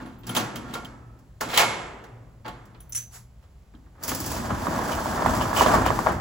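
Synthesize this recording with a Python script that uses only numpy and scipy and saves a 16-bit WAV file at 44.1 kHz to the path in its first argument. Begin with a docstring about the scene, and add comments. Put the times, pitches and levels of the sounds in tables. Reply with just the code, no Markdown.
"""Over a ventilation hum, a padlock scrapes and clanks off its hasp and keys jingle in a hard corridor.
A faint tone lingers, the latch bolt slides back and a sleeve brushes; then the corrugated steel door is
pushed up and rumbles, knocks and hisses in its guides. Impact and sliding friction force the sheet to
vibrate, small metal parts ring in their normal modes, and the corridor reverberates. The two ports of
a small recorder hear the treble partly in opposite phase."""
import sys
import numpy as np
from scipy import signal
from scipy.fft import rfft, irfft, next_fast_len
from scipy.io import wavfile

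SR = 44100
rng = np.random.default_rng(int(sys.argv[2]) if len(sys.argv) > 2 else 0)


def unload_audio(sound):
    """Save the sound as a 16-bit wav file, at the path given as the first command line argument."""
    columns = np.transpose(np.atleast_2d(sound))
    # keep every value between -1 and 1, then stretch to whole-number steps
    steps = np.round(np.clip(columns, -1, 1) * 32767)
    wavfile.write(sys.argv[1], SR, steps.astype(np.int16))


N = 273576

# ventilation noise: (frequency [Hz], relative spectral density [dB])
AIR_SPECTRUM = [(30, -14), (50, 7.5), (100, -2.5), (160, -6), (300, -21.5), (700, -22.5), (1500, -30.5),
                (3000, -37), (6000, -40), (9000, -39), (15000, -41.5)]
# the wavering hum: (time [s], level [dB])
HUM_LEVELS = [(0, -59), (.9, -58), (.96, -50.5), (1.88, -61), (2.05, -54), (2.13, -48.5), (3.27, -54.5),
              (3.42, -74), (4.0, -65)]

# the door's five zones, called boom, clank, clatter, tick and sheen:
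# (low edge [Hz], high edge [Hz], ring t60 [s], ring energy [dB], corridor energy [dB], blow gain [dB])
ZONES = [(35, 350, .3, 3, 2, 21), (350, 1800, .12, 2, 0, 16), (1800, 4500, .12, 2, -2, 13),
         (4500, 10500, .1, 1, -4, 12), (10500, 17500, .07, 0, -6, 13)]
# colour of the steel sheet within each zone: (frequency [Hz], relative spectral density [dB])
SHEET_SPECTRUM = [(30, -12), (50, -1), (100, 3), (150, -3), (250, 1), (350, -5), (600, -3), (1000, -2),
                  (1600, -6), (2200, -13), (3100, -11), (4200, -15), (6500, -16), (9500, -17), (16000, -17)]
# reverberation time of the corridor: (frequency [Hz], t60 [s])
CORRIDOR_T60 = [(50, 1.6), (200, 1.9), (700, 1.2), (2000, 0.96), (4000, 0.62), (8000, 0.66), (15000, 0.13)]

# two slides, the shackle through the hasp and then the bolt:
# (time [s], clank level [dB], boom over clank [dB], hardness [dB])
LATCH_SLIDES = [
    [(0, -44.5, 7.5, -17), (.23, -76, 1, -9), (.276, -45, 6.5, -8), (.344, -49, 0, -5),
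     (.374, -28, -16, -10.5), (.55, -65, -1, -30), (.68, -47.5, 3, -17), (.75, -51.5, -0.5, -4),
     (.9, -68.5, 8, -34)],
    [(1.405, -38.5, -1.5, -6), (1.47, -42.5, -1.5, -13.5), (1.53, -34.5, -14.5, -3.5),
     (1.565, -34, -19, -2.5), (1.6, -23.5, -19.5, -3), (1.66, -45, 5.5, -12)],
]
# blows on padlock, hasp and bolt:
# (time [s], clank level [dB], boom over clank [dB], clatter over clank [dB], tick over clank [dB])
LATCH_BLOWS = [(.059, -39, -23, -8, -22), (.234, -45, 4.5, -1, -7), (.268, -37, -3, -6, 8.5),
               (.292, -28, -3, -7, -10), (.349, -24, -10, 1.5, 4.5), (.357, -25, -9.5, -1, -11),
               (.367, -16, -6, -3, -0.5), (.557, -31.5, -1.5, 1.5, 4.5), (.737, -28.5, -15.5, -2.5, 2.5),
               (.752, -24, -19.5, -10, -14), (.847, -52.5, -5, -1, 12.5), (1.189, -54.5, -2.5, -15, 1),
               (1.409, -18, -26, -14, -0.5), (1.539, -22, -19.5, 3, -1), (1.574, -11.5, -27.5, 4, 5),
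               (1.591, -12, -25, -4.5, -4), (1.629, -17.5, -24.5, -15.5, -16.5),
               (2.039, -39, -8.5, -6.5, -5), (2.447, -37, -6.5, -10, -30), (2.453, -30.5, -11, -8, -25),
               (2.46, -29, -9.5, -6, -14), (2.479, -29, -12.5, -5.5, -7), (2.654, -57, -2, -12, 7),
               (2.746, -43, -4.5, -4.5, -21), (3.425, -56, -10, -3, -3), (3.437, -55, -10, -3, -5)]
# modes of the latch plate: (frequency [Hz], level [dB], t60 [s])
LATCH_MODES = [(490, -7, .4), (720, -5, .3), (870, -3, .3), (1110, -2, .25), (1390, -2, .3),
               (2140, -10, .6), (2185, -8, .7), (2235, -9, .6), (2530, -5, .25), (2750, -2, .2),
               (3130, -2, .12), (3310, -4, .15), (3980, -5, .15), (4520, -8, .2)]
# keys touching, and padlock and bolt ticking: (time [s], level [dB], favoured frequency [Hz])
KEY_TOUCHES = [(.06, -56, 10000), (.185, -59, 14600), (.293, -35, 10000), (0.361, -24.5, 8840),
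               (.39, -43, 13350), (2.804, -47.5, 10100), (2.894, -45, 14400), (2.922, -33, 7300),
               (2.949, -23, 7770), (2.972, -27.5, 7500)]
PADLOCK_TICKS = [(.234, -49, 3300), (.292, -34, 3100), (.365, -20.5, 3620), (.738, -33, 3940),
                 (.848, -39, 3150), (1.574, -15.5, 3616), (2.803, -56, 3600), (3.75, -60, 3600)]
# modes of the keys and of the padlock: (frequency [Hz], level [dB], t60 [s])
KEY_MODES = [(5850, -2, 0.11), (6120, -5, 0.37), (7320, -11, 0.13), (8800, 0.5, .12), (10010, -2.5, 0.1),
             (10840, -5, 0.18), (12370, -12, .12), (13300, -7, .08), (14610, 2, 0.17), (15500, -8, .09)]
PADLOCK_MODES = [(2800, -10, 0.065), (3156, 0, .06), (3460, -3.5, 0.044), (3870, -3.5, 0.055),
                 (4630, -16, 0.051)]

# knocks of the slats and the bottom bar:
# (time [s], clank level [dB], boom over clank [dB], clatter over clank [dB], tick over clank [dB])
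SLAT_KNOCKS = [(3.738, -47, 6.5, -13, -20), (3.862, -50.5, -8.5, -18, -23), (3.953, -51, -14.5, -22, -20),
               (4.028, -37.5, -8, -10, 6), (4.036, -31.5, -17, -4, 11), (4.047, -32, -12, -7, 4),
               (4.08, -29, -4, 0, 10), (4.092, -28.5, -4, 1, 10.5), (4.116, -21.5, -7, -8, -5),
               (4.149, -31.5, -25, -10, 11), (4.202, -31.5, 2, -16, 9.5), (4.262, -29, -3, -10, 8),
               (4.317, -30.5, -12, -1, 7), (4.505, -20, -2.5, -15, -31), (4.669, -19, -2.5, -31, -28),
               (4.792, -22.5, -3, -23, -23), (4.919, -30, -20.5, 2, 1), (5.058, -22.5, -0.5, -16, -24),
               (5.194, -25, -15.5, -25, -27), (5.223, -19, -11, -24, -28), (5.261, -12.5, -5.5, -12.5, -12),
               (5.412, -19, -4, -17, -10), (5.53, -19, -9, -18, -12), (5.568, -19.5, -10, -14, -4),
               (5.6095, -8, -26, -14, -27), (5.662, -10.5, -8, -7.5, -19), (5.741, -24, -11, -23, -23),
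               (5.863, -12.5, -24, -11, -5.5), (5.904, -14, -14, -26, -20), (5.99, -16.5, -7, -23, -7),
               (6.063, -16.5, -21, -30, -32), (6.0695, -10, -22, -32, -34), (6.2, -13, -30, -40, -35)]
# the door running up its guides: (time [s], clank level [dB], boom over clank [dB], hardness [dB])
ROLL_SLIDE = [(3.91, -79, 6, -22), (4.03, -48.5, 5.5, -8), (4.09, -40.5, -1.5, 2), (4.14, -47, 5, 2),
              (4.3, -42, 4.5, -0.5), (4.53, -35.5, -3, -14), (4.62, -40, -2, -7),
              (4.68, -33.5, -1.5, -11.5), (5.05, -35, -4, -7.5), (5.23, -30.5, 0.5, -14),
              (5.35, -29.5, -0.5, -8.5), (5.52, -35.5, -8, -9.5), (5.56, -30, -2, -3),
              (5.61, -20, -6, -6.5), (5.65, -25.5, -1, -11), (5.75, -21, -4, -14), (5.79, -29, 0, -15),
              (6.05, -37.5, -2.5, -5.5), (6.09, -25.5, -1.5, -16.5), (6.2, -59, 6, 0)]
# modes of the rolling slats, a slat snapping over and the edges: (frequency [Hz], level [dB], t60 [s])
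SLAT_MODES = [(648, -2.5, 0.035), (818, -0.5, 0.024), (1010, 2.5, 0.012), (1122, -4, 0.036),
              (1683, -14, 0.091)]
SLAT_POP = [(960, -17.5, .013)]
EDGE_MODES = [(2580, -1, 0.023), (2924, 1.5, 0.026), (3055, 0, 0.027), (3350, -11, 0.016)]
# slat edges scraping along the guides: (start [s], length [s], level [dB])
EDGE_SCRAPES = [(4.915, 0.034, -38.5), (5.404, 0.036, -36), (5.561, 0.085, -30), (5.851, 0.041, -31.5)]

# relation of the two microphone ports: (frequency [Hz], phase lead of left [rad], coherence [0-1])
PORT_PHASE = [(0, 0, .999), (100, 0, .98), (200, .05, .88), (500, .3, .68), (1800, 1.1, .55),
              (2200, -.6, .5), (6000, -.8, .6), (7500, 0, .85), (7900, 0, .85), (8150, -3.14, .999),
              (9450, -3.14, .999), (9700, -1.8, .9), (10300, -1.6, .9), (10700, -.1, .97), (11700, 0, .99),
              (12100, 1.0, .85), (12500, 1.2, .85), (12900, 3.14, .999), (13800, 3.14, .999),
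              (14100, 4.3, .9), (15200, 6.28, .99)]
# overall tone colour and left-right balance, with the treble cut off steeply at 16 kHz:
# (frequency [Hz], gain [dB], left over right [dB])
TONE_COLOUR = [(0, 0, 0), (500, 0, .5), (1800, 0, -2.5), (7500, 0, -2.2), (8200, 0, 0), (10000, -.5, 0),
               (10700, -5, 0), (12000, -8, 0), (13300, -5, 0), (14300, -1, 0), (15400, -2, 0),
               (15850, -2, 0), (16050, -22, 0)]

AIR_DB, HUM_HZ, HUM_WIDTH_HZ = -50.5, 117.2, 21
GRAINS_PER_S, RATTLES_PER_S = 1500, 400   # fine friction, coarse knocking
# a harder contact is brighter: (offset [dB], slope [dB per dB of hardness or tick])
LATCH_CLATTER, ROLL_CLATTER = (1.5, 0.9), (-7, 0.76)
LATCH_SHEEN, ROLL_SHEEN = (-0.26, 1.2), (1, 1.28)
LATCH_CONTACT_S, SLAT_CONTACT_S = .0012, 0.00064   # time constant of a blow
LATCH_SCATTER, SLAT_SCATTER = .9, .4   # amplitude of loose scatter in a blow of unit energy
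LATCH_FREE_S, ROLL_START_S = 2.6, 4.3   # the hand leaves the latch; the slats begin to ring
LATCH_BOOM_LOW_HZ = 105   # blows near the frame move only a small patch of the sheet: no deep boom
COIL_DAMPING_DB_PER_S = 2   # the sheet rings less freely as it coils round the drum
CLINK_LOSS_DB_PER_OCTAVE, CLINK_DETUNE = 22, .03   # off the favoured frequency; relative mode spread
SHIVER_DEPTH, SHIVER_HZ = .5, 120   # touching neighbours make each clink shiver
CEILING, CUTOFF_HZ = .95, 17135   # peaks round off near full scale; the top treble is removed


def amp(db):
    """The decibel law: 20 dB is a factor of ten in amplitude."""
    return 10 ** (np.asarray(db) / 20)


def rms_one(x):
    """Normalisation to unit mean power."""
    return x / np.sqrt(np.mean(x ** 2) + 1e-20)


def in_time(rows, silent=False):
    """Linear interpolation of each column in time; with silent, the first vanishes outside the table."""
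    times, *columns = np.transpose(rows)
    t = np.arange(N) / SR
    out = [np.interp(t, times, column) for column in columns]
    if silent:
        out[0] = np.interp(t, times, columns[0], left=-200, right=-200)
    return out


def at_hz(points, hz):
    """Interpolation on a logarithmic frequency axis."""
    frequencies, values = np.transpose(points)
    return np.interp(np.log(hz), np.log(frequencies), values)


def band(x, low_hz, high_hz):
    """Butterworth band-pass filtering."""
    return signal.sosfilt(signal.butter(2, [low_hz, high_hz], "band", fs=SR, output="sos"), x)


def fade(t, t60):
    """Exponential decay: 60 dB in t60 seconds."""
    return np.exp(-np.log(1000) * t / t60)


def ventilation():
    """Broadband noise plus a hum; narrow-band noise beats with the hum's tone and roughens it."""
    hz = np.fft.rfftfreq(N, 1 / SR) + 1
    air = irfft(rfft(rng.standard_normal((2, N))) * amp(at_hz(AIR_SPECTRUM, hz)), N)
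    peak = 1 / (1 + (2 * (hz - HUM_HZ) / HUM_WIDTH_HZ) ** 2)
    rough = irfft(rfft(rng.standard_normal((2, N))) * peak, N)
    hum = rms_one(.6 * rms_one(rough) + np.sin(2 * np.pi * HUM_HZ * np.arange(N) / SR))
    return amp(AIR_DB) * rms_one(air) + amp(in_time(HUM_LEVELS)[0]) * hum


def grains(per_s, spread_db=4):
    """Shot noise: random clicks of uneven size, with independent signs in two versions."""
    sizes = amp(spread_db * np.minimum(rng.exponential(1, N), 4))
    occurs = rng.random(N) < per_s / SR
    return rms_one(sizes * occurs * rng.choice([-1, 1], (2, N)))


def zone_levels(clank_db, boom_db, clatter_db, tick_db, sheen):
    """Spectral envelope of a contact over the five zones, in dB; the sheen follows the tick."""
    sheen_db = sheen[0] + sheen[1] * tick_db
    return clank_db + np.array([boom_db, np.zeros_like(tick_db), clatter_db, tick_db, sheen_db])


def sliding_force():
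    """Sliding friction is a stream of tiny impacts; coarser rattles join in the clank and clatter zones."""
    fine, coarse = grains(GRAINS_PER_S), grains(RATTLES_PER_S)
    stream = np.array([0.84 * fine, 0.6 * fine + 0.62 * coarse, 0.93 * fine + 0.45 * coarse, fine, fine])
    slides = [(rows, LATCH_CLATTER, LATCH_SHEEN) for rows in LATCH_SLIDES]
    slides.append((ROLL_SLIDE, ROLL_CLATTER, ROLL_SHEEN))
    force = np.zeros((5, 2, N))
    for rows, clatter, sheen in slides:
        clank_db, boom_db, hardness_db = in_time(rows, silent=True)
        clatter_db = clatter[0] + clatter[1] * hardness_db
        force += amp(zone_levels(clank_db, boom_db, clatter_db, hardness_db, sheen))[:, None] * stream
    return force


def impact_force(blows, contact_s, scatter, sheen):
    """An impact divides its energy between one clean impulse and a short, loose scatter."""
    t = np.arange(2000) / SR
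    force, blow_gain_db = np.zeros((5, 2, N)), np.array(ZONES)[:, 5]
    for start_s, *levels in blows:
        noise = rng.standard_normal((2, len(t)))
        burst = noise * t * np.exp(-t / contact_s)
        burst *= scatter / np.sqrt(np.sum(burst ** 2, axis=1, keepdims=True))
        burst[:, 0] = np.sqrt(1 - scatter ** 2) * np.sign(noise[:, 0])
        gains = amp(zone_levels(*levels, sheen) + blow_gain_db)
        at = round(start_s * SR)
        force[..., at:at + len(t)] += (gains[:, None, None] * burst)[..., :N - at]
    return force


def stored_energy(power, t60):
    """Energy balance: a reverberant system gathers power and drains by 60 dB in t60 seconds."""
    retained = fade(2 / SR, t60)
    return signal.lfilter([1 - retained], [1, -retained], power + 1e-18)


def sheet(force, low_hz, high_hz, ring_t60, ring_db, corridor_db):
    """Direct sound plus diffuse field: dense modes of sheet and corridor act as decaying noise."""
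    edges = np.geomspace(low_hz, high_hz, 2 + int(2.5 * np.log2(high_hz / low_hz)))
    centres = np.sqrt(edges[1:] * edges[:-1])
    gains = amp(at_hz(SHEET_SPECTRUM, centres))
    gains /= np.sqrt(np.sum(gains ** 2 * np.diff(edges)) * 2 / SR)   # a white force keeps its power
    rolled_s = np.maximum(np.arange(N) / SR - ROLL_START_S, 0)
    power = np.mean(force ** 2, axis=0) * amp(-2 * COIL_DAMPING_DB_PER_S * rolled_s)
    ring = amp(2 * ring_db) * stored_energy(power, ring_t60)
    white, out = rng.standard_normal((2, 2, N)), 0
    for k, hz in enumerate(centres):
        corridor = amp(2 * corridor_db) * stored_energy(power, at_hz(CORRIDOR_T60, hz))
        diffuse = np.sqrt(ring + corridor) * white[k % 2]
        out += gains[k] * band(force + diffuse, edges[k], edges[k + 1])
    return out


def resonate(modes, force, gate):
    """Forced resonance: each mode is a damped oscillator driven by the clank or the clatter zone."""
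    out = 0
    for hz, db, t60 in modes:
        radius, angle = fade(1 / SR, t60), 2 * np.pi * hz / SR
        drive = force[1 if hz < ZONES[1][1] else 2] * gate + 1e-18
        feedback = [1, -2 * radius * np.cos(angle), radius ** 2]
        out += amp(db) * signal.lfilter([0, np.sin(angle)], feedback, drive)
    return out


def door():
    """Forced vibration: slides and blows drive the sheet, early ones the latch plate, late ones slats."""
    slides = sliding_force()
    blows = impact_force(LATCH_BLOWS, LATCH_CONTACT_S, LATCH_SCATTER, LATCH_SHEEN)
    blows += impact_force(SLAT_KNOCKS, SLAT_CONTACT_S, SLAT_SCATTER, ROLL_SHEEN)
    t, force = np.arange(N) / SR, slides + blows
    unlatching, rolling = t < LATCH_FREE_S, t > ROLL_START_S
    upper_zones = sum(sheet(part, *zone[:5]) for part, zone in zip(force[1:], ZONES[1:]))
    latch_boom = sheet(force[0] * unlatching, LATCH_BOOM_LOW_HZ, *ZONES[0][1:5])
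    deep_boom = sheet(force[0] * ~unlatching, *ZONES[0][:5])
    latch_plate = amp(-30) * resonate(LATCH_MODES, force, unlatching)
    pops = resonate(SLAT_POP, blows, rolling)
    slats = amp(-19) * band(resonate(SLAT_MODES, force, rolling), 596, 1750)
    return upper_zones + latch_boom + deep_boom + latch_plate + pops + slats


def free_ring(modes, t):
    """Free vibration is a sum of damped sinusoids; the two versions start in different phases."""
    return sum(amp(db) * fade(t, t60) * np.sin(2 * np.pi * (hz * t + rng.random((2, 1))))
               for hz, db, t60 in modes)


def clinks(touches, modes, halo_db, knock_db):
    """Struck metal rings in clusters of close modes that beat, with a bright halo and a dull knock."""
    out, t = np.zeros((2, N)), np.arange(SR // 3) / SR
    envelope = (1 - fade(t, 0.0025)) * np.cos(np.pi * t / t[-1] / 2)   # the hand closes round the metal
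    for start_s, db, favoured_hz in touches:
        clusters = []
        for hz, mode_db, t60 in modes:
            excited_db = mode_db - CLINK_LOSS_DB_PER_OCTAVE * abs(np.log2(hz / favoured_hz))
            clusters += [(hz * (1 + CLINK_DETUNE * offset), excited_db, t60 / (1 + offset ** 2))
                         for offset in rng.standard_normal(5)]
        white = rng.standard_normal((2, 2, len(t)))
        halo = amp(halo_db) * fade(t, 0.27) * band(white[0], favoured_hz / 1.14, min(favoured_hz * 2, 15500))
        knock = amp(knock_db) * fade(t, 0.26) * band(white[1], 1200, 3900)
        shiver = rms_one(band(rng.standard_normal(len(t)), 15, SHIVER_HZ))
        ring = free_ring(clusters, t) * rms_one(1 + SHIVER_DEPTH * shiver)
        at = round(start_s * SR)
        out[:, at:at + len(t)] += amp(db) * (ring + halo + knock) * envelope
    return out


def faint_ring(start_s=.92, hz=1310, width_hz=70, db=-57, length_s=.31):
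    """Beating with narrow-band noise roughens a faint tone that lingers once the padlock is free."""
    t = np.maximum(np.arange(N) / SR - start_s, 0)
    rough = rms_one(band(rng.standard_normal((2, N)), hz - width_hz / 2, hz + width_hz / 2))
    tone = np.sin(2 * np.pi * (hz * t + rng.random((2, 1))))
    envelope = (1 - fade(t, .08)) * fade(t, 2.0) * np.exp(-(t / length_s) ** 6)
    return amp(db) * envelope * rms_one(.7 * rough + tone)


def sleeve_brush(peak_s=3.16, hiss_db=-43, rise_s=0.035, t60=0.24):
    """Friction noise of a sleeve on cloth: a soft hiss with a duller body."""
    t = np.arange(N) / SR - peak_s
    envelope = np.where(t < 0, np.exp(-(t / rise_s) ** 2), fade(np.abs(t), t60))
    hiss = rms_one(band(rng.standard_normal((2, N)), 5200, 14000))
    body = amp(-8) * rms_one(band(rng.standard_normal((2, N)), 420, 2100))
    return amp(hiss_db) * envelope * (hiss + body)


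def edge_scrapes(rise_s=0.0036):
    """Friction in the guides excites the modes of the slat edges in short strokes."""
    t, strokes = np.arange(N) / SR, 0
    for start_s, length_s, db in EDGE_SCRAPES:
        age = np.maximum(t - start_s, 0)
        strokes += amp(db) * np.minimum(age / rise_s, 1) * np.exp(-(age / length_s) ** 3)
    friction = np.broadcast_to(grains(GRAINS_PER_S), (3, 2, N))
    steady_rms = np.sqrt(np.mean(resonate(EDGE_MODES, friction, 1) ** 2))
    return resonate(EDGE_MODES, friction, strokes) / steady_rms


def scene():
    """Superposition of all sources, in two largely uncorrelated versions of the sound field."""
    keys = clinks(KEY_TOUCHES, KEY_MODES, halo_db=-4.5, knock_db=-11.5)
    padlock = clinks(PADLOCK_TICKS, PADLOCK_MODES, halo_db=-10, knock_db=-18.5)
    return door() + edge_scrapes() + keys + padlock + sleeve_brush() + faint_ring() + ventilation()


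def record(dry):
    """Partial coherence: the ports share one version and differ by the other, and in phase and gain."""
    size = next_fast_len(N + 4096)
    hz = np.fft.rfftfreq(size, 1 / SR)
    port_hz, *port_columns = np.transpose(PORT_PHASE)
    lead, coherence = [np.interp(hz, port_hz, column) for column in port_columns]
    colour_hz, *colour_columns = np.transpose(TONE_COLOUR)
    gain_db, balance_db = [np.interp(hz, colour_hz, column) for column in colour_columns]
    shared, difference = rfft(dry, size) * amp(gain_db) / np.sqrt(2)
    side = np.array([[1], [-1]])   # left, right
    ports = np.sqrt(1 + coherence) * shared + side * np.sqrt(1 - coherence) * difference
    ports *= amp(side * balance_db / 2) * np.exp(.5j * side * lead)
    stereo = irfft(ports, size)[:, :N]
    rounded = stereo / (1 + (stereo / CEILING) ** 4) ** .25   # soft saturation of the peaks
    return signal.sosfilt(signal.cheby2(12, 70, CUTOFF_HZ, fs=SR, output="sos"), rounded)


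dry = scene()
out = record(dry)
unload_audio(out)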